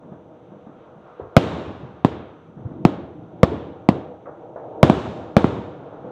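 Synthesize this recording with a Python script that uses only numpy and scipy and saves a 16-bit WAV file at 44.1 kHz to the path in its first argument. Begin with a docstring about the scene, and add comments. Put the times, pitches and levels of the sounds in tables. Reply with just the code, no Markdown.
"""Fireworks over a city at night

Five shells burst singly, then two quick pairs. Each blast wave arrives directly and off the ground;
the loud ones overload a small microphone. Near walls clatter and the skyline rolls on behind.
Far thuds stand in the roar of the city."""
import sys
import numpy as np
from scipy import signal
from scipy.fft import rfft, irfft, next_fast_len
from scipy.io import wavfile
from scipy.ndimage import map_coordinates

SR = 44100
rng = np.random.default_rng(int(sys.argv[2]) if len(sys.argv) > 2 else 0)


def master(y):
    """Save y as 16-bit WAV."""
    cut = np.clip(np.atleast_2d(y).T, -1, 1)
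    pcm = np.round(cut * 32767)  # scale
    wavfile.write(sys.argv[1], SR, pcm.astype(np.int16))


N = 269451

# City swell, rows in groups. Each row: time in seconds, bass, mids, upper mids in dB before layer gain.
CITY_LEVELS = [
    [(0.0, -52, -48, -61.5), (0.42, -52.5, -49, -60), (1.12, -57.5, -48, -52)],
    [(2.38, -59, -53.5, -55.5), (2.574, -45, -51.5, -59.5), (2.79, -39, -46, -61)],
    [(3.15, -46, -46.5, -58.5), (3.274, -45, -47.5, -55.5), (3.38, -46, -43.5, -58)],
    [(4.18, -51, -43, -60), (4.568, -51, -39, -57), (4.75, -46.5, -35.5, -54.5)],
    [(5.72, -47, -42, -52), (5.8, -50, -40, -50.5), (6.08, -47, -40.5, -50)],
]
# City noise spectra. Each row: frequency in Hz, relative level in dB.
RUMBLE_SPECTRUM = [(25, -57.5), (50, -18.5), (100, -1), (200, -3), (340, -2.5), (600, -27.5), (1500, -72),
                   (4000, -110)]
ROAR_SPECTRUM = [(150, -28), (340, -1.5), (420, -3), (490, 4.5), (560, -1), (680, -1), (950, -9.5),
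                 (1400, -45), (3000, -67.5), (8000, -100)]
RUSH_SPECTRUM = [(400, -11.5), (1000, 1.5), (1350, 1.5), (1900, -16.5), (2600, -21.5), (4000, -31.5),
                 (8000, -53), (16000, -81)]
HISS_SPECTRUM = [(500, -0.5), (2200, 7.5), (3700, 6), (4600, -14.5), (6000, -49)]
THIN_HISS_SPECTRUM = [(3000, -9.5), (5500, -5.5), (6000, 5), (6300, -1), (7400, -7.5), (8200, -11),
                      (12000, -17.5), (16000, -25.5)]
# Far reports. Each row: start in seconds, thump level in dB, pitch in Hz.
FAR_REPORTS = [(.024, -41, 171), (.112, -32.5, 187), (0.499, -43, 188), (.66, -33, 214),
               (1.195, -21.5, 430), (1.201, -42, 90), (1.825, -27, 150), (2.563, -33, 148),
               (2.644, -21.5, 120.4), (2.705, -33, 242), (3.515, -17, 308), (4.256, -44.5, 1380),
               (4.265, -34, 608), (4.558, -23, 573), (5.924, -35, 580), (6.039, -36, 190)]
# Echo spectra. 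Each row: frequency in Hz, relative level in dB.
SKYLINE_SPECTRUM = [(25, -44), (45, -36), (75, 3), (140, -1), (320, 2.5), (650, -6), (1200, -14.5),
                    (2000, -25), (3700, -26.5), (4700, -39), (7300, -43.5), (10000, -57), (15000, -67)]
WALL_SPECTRUM = [(40, -3.5), (85, 6), (180, -4.5), (400, -0.5), (700, 1), (1100, 0.5), (2000, -2),
                 (4000, 14), (8000, 5.5), (15000, 6)]
# Skyline echo decay. Each row: frequency in Hz, factor on T60.
SKYLINE_DECAY = [(60, 0.87), (300, 0.79), (1000, 0.83), (3500, 0.67), (7000, 0.52), (10000, 0.32),
                 (14000, 0.27)]
# Shell bursts. Each row: start in seconds, blast gain in dB, push length in ms, ground echo lag in ms,
# skyline echo gain in dB, echo treble gain in dB.
BURSTS = [(1.3663, 24, 2.63, 1.59, -21.5, 3), (2.0480, 14, 1.2, 1.05, -26.5, -0.5),
          (2.8513, 19.5, 1.01, 0.964, -24, -3), (3.4317, 20, 3, 1.71, -23.5, -3),
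          (3.8888, 18.5, 1.1, 1.125, -23, -6), (4.8299, 22.5, 2.18, 1.65, -18.5, 1),
          (4.8986, 15, 1.14, 1.11, -23.5, -2.5), (5.3668, 18, 2.7, 1.56, -20.5, -1.5),
          (5.4433, 10.5, 1.06, 0.85, -25.5, -3)]

MID_PUSH_MS, MID_THUD_DB = 1.75, -31.5  # a middling shell, a middling thud


def amp(db):
    return 10 ** (np.asarray(db) / 20)


def unit_rms(x):
    return x / np.sqrt(np.mean(x ** 2) + 1e-20)


def log_interp(points, hz):
    knots_hz, values = np.transpose(points)
    return np.interp(np.log(hz + 1), np.log(knots_hz + 1), values)


def add(track, start_s, x):
    start = max(round(start_s * SR), 0)
    track[start:start + len(x)] += x[:len(track) - start]


def filtered(x, response):
    """Apply a complex response, given as a function of Hz."""
    size = next_fast_len(len(x) + SR // 4)
    return irfft(rfft(x, size) * response(np.fft.rfftfreq(size, 1 / SR)), size)[:len(x)]


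def delay(hz, lag_ms):
    return np.exp(-2j * np.pi * hz * lag_ms / 1000)


def noise(spectrum, size):
    return unit_rms(filtered(rng.standard_normal(size), lambda hz: amp(log_interp(spectrum, hz))))


def wobble(rate_hz):
    """Smooth random curve, N samples."""
    knots = rng.standard_normal(int(N * rate_hz / SR) + 4)
    return map_coordinates(knots, [np.arange(N) * rate_hz / SR])


def side_wall(x, gain, lag_ms=6.44):
    """A wall beside the microphone repeats diffuse sound, making it slightly hollow."""
    return filtered(x, lambda hz: 1 + gain / (1 + (hz / 2500) ** 2) * delay(hz, lag_ms))


def city(thin_hiss_db=-84, waver_db=1.45):
    """Four slowly swelling noise bands over a steady, thin hiss."""
    times_s, *bands_db = np.vstack(CITY_LEVELS).T
    bass_db, mids_db, upper_db = [np.interp(np.arange(N) / SR, times_s, db) for db in bands_db]
    hiss_db = -70.5 + 0.27 * (upper_db - upper_db.mean())
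    out = amp(thin_hiss_db) * noise(THIN_HISS_SPECTRUM, N)
    for db, spectrum in ((bass_db + 2, RUMBLE_SPECTRUM), (mids_db - 0.5, ROAR_SPECTRUM),
                         (upper_db - 1.5, RUSH_SPECTRUM), (hiss_db, HISS_SPECTRUM)):
        out += amp(db + waver_db * wobble(14)) * noise(spectrum, N)
    return side_wall(out, gain=0.28)


def thud(db, pitch_hz, q=2.1, muffle_hz=1500, rumble_t60_s=0.41):
    """Distance leaves a soft thump and a muffled rumble; the fainter, the slower and wetter."""
    def band(hz):
        resonance = hz * pitch_hz / q / (pitch_hz ** 2 - hz ** 2 + 1j * hz * pitch_hz / q)
        return resonance * hz ** 2 / (hz ** 2 + (pitch_hz / 3) ** 2)

    t = np.arange(SR) / SR
    cycles = pitch_hz * t
    peak_cycles = 2.1 * 1.003 ** (MID_THUD_DB - db)
    age = (cycles / peak_cycles) ** 2
    jitter_cycles = 0.08 * map_coordinates(rng.standard_normal(SR // 20), [cycles])
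    thump = age * np.exp(1 - age) * np.sin(2 * np.pi * (cycles + jitter_cycles + rng.random()))
    rumble = unit_rms(filtered(rng.standard_normal(len(t)), band))
    rumble = filtered(rumble, lambda hz: 1 / (1 + (hz / muffle_hz) ** 6))
    rumble_db = -35.5 + 0.27 * (db - MID_THUD_DB) - 60 * t / rumble_t60_s
    return amp(db) * thump + amp(rumble_db) * (1 - np.exp(-2 * age)) * rumble


def far_thuds(gap_s=1, faint_db=-46, faint_hz=176, scatter_db=7, scatter_octaves=0.5):
    """Clear far reports, plus fainter ones at random times."""
    out = np.zeros(N)
    for start_s, db, pitch_hz in FAR_REPORTS:
        add(out, start_s, thud(db, pitch_hz))
    for slot_s in np.arange(0, N / SR - gap_s, gap_s):
        report = thud(MID_THUD_DB, faint_hz * 2 ** (scatter_octaves * rng.uniform(-1, 1)))
        start_s = slot_s + gap_s * rng.random()
        level_db = faint_db + scatter_db * rng.uniform(-1, 1)
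        add(out, start_s, amp(level_db - MID_THUD_DB) * report)
    return out


def skyline(treble_db, t60_s, shell_size, top_t60_factor, top_hz=4800, rise_s=0.0024, early_s=0.021):
    """Rolling echo of many buildings: bass comes in lumps, treble fades smoothly and first."""
    t = np.arange(2 * SR) / SR
    hz, frames_s, spectra = signal.stft(noise(SKYLINE_SPECTRUM, len(t)), SR, nperseg=256)
    treble = (hz ** 2 / (hz ** 2 + 1000 ** 2))[:, None]
    top = hz ** 6 / (hz ** 6 + top_hz ** 6)
    band_t60_s = t60_s * log_interp(SKYLINE_DECAY, hz) * top_t60_factor ** top
    lumps_db = 1.65 * np.interp(frames_s, np.arange(N) / SR, wobble(35.7))
    # The echo holds at first, then runs out of buildings.
    fade_db = -60 * (frames_s / band_t60_s[:, None]) ** (1.03 + 0.21 * treble)
    spectra *= amp(fade_db + treble_db * treble + lumps_db * (1 - treble))
    tail = signal.istft(spectra, SR, nperseg=256)[1][:len(t)]
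    bass_db = 4 * shell_size  # a longer push rolls deeper
    tail = filtered(tail, lambda hz: amp(bass_db * np.exp(-(hz / 110) ** 2)))
    return tail * (1 - np.exp(-t / rise_s)) * (1 + np.exp(-t / early_s))


def near_walls(wave, gap_s=0.0012, rise_s=0.006, t60_s=0.042):
    """Dense clatter of reflections right behind the blast."""
    t = np.arange(SR // 3) / SR
    reflections = noise(WALL_SPECTRUM, len(t) + len(wave))
    clatter = unit_rms(signal.fftconvolve(reflections, wave, "valid"))[:len(t)]
    onset = 1 - np.exp(-np.maximum(t - gap_s, 0) / rise_s)
    return clatter * onset * amp(-60 * t / t60_s)


def microphone(x, cut_hz=175, sub_hz=48, thin_hz=280):
    """Inverts the blast; the resonant bass cut makes it swing a few times."""
    def high_pass(hz, corner_hz, q):
        return -hz ** 2 / (corner_hz ** 2 - hz ** 2 + 1j * hz * corner_hz / q)

    def bass_cut(hz):
        thinning = 1j * hz / (1j * hz + thin_hz)
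        return high_pass(hz, cut_hz, q=1.24) * high_pass(hz, sub_hz, q=0.77) * thinning

    return -filtered(x, bass_cut)


def blast(push_ms, ground_ms, front_hz, shock_hz=5000, wall_ms=2.97, wall_hz=600):
    """A sharp push and a longer suction, repeated by the ground and one dull wall."""
    def path(hz):
        front = 1 / (1 + 1j * hz / front_hz) ** 2  # rounded by distance
        shock = 0.0023 / (1 + 1j * hz / shock_hz)
        ground = 0.72 * delay(hz, ground_ms)
        wall = 0.12 * delay(hz, wall_ms) / (1 + 1j * hz / wall_hz)
        return (front + shock) * (1 + ground + wall)

    age = np.arange(SR // 10) / SR * 1000 / push_ms
    return filtered((1 - age) * np.exp(-age), path)


def shells():
    """Blast waves with near and far echoes; big shells in the open ring longest."""
    near, far = np.zeros((2, N))
    for start_s, blast_db, push_ms, ground_ms, skyline_db, treble_db in BURSTS:
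        shell_size = np.log2(push_ms / MID_PUSH_MS)
        # More echo treble stands for a burst more in the open.
        front_hz = 881 * 1.07 ** shell_size * 1.029 ** treble_db
        walls_db = blast_db - 18 + 3.6 * shell_size + 0.26 * treble_db
        t60_s = 1.222 * 1.2 ** shell_size * 1.053 ** treble_db
        top_t60_factor = 1.11 ** (skyline_db + 22)  # weaker echoes lose their top sooner
        wave = microphone(blast(push_ms, ground_ms, front_hz))
        add(near, start_s, amp(blast_db) * wave)
        add(near, start_s, amp(walls_db) * near_walls(wave))
        add(far, start_s, amp(skyline_db) * skyline(treble_db, t60_s, shell_size, top_t60_factor))
    return near + side_wall(far, gain=0.12)


def scene():
    """Bursts, far thuds and city, in mono."""
    return (shells() + far_thuds() + city())[None]


def record(dry, limit_hz=16500):
    """Hard clip at full scale, then a steep band limit."""
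    clipped = np.clip(dry[0], -1, 1)
    return filtered(clipped, lambda hz: 1 / np.sqrt(1 + (hz / limit_hz) ** 60))[None]


dry = scene()
out = record(dry)
master(out)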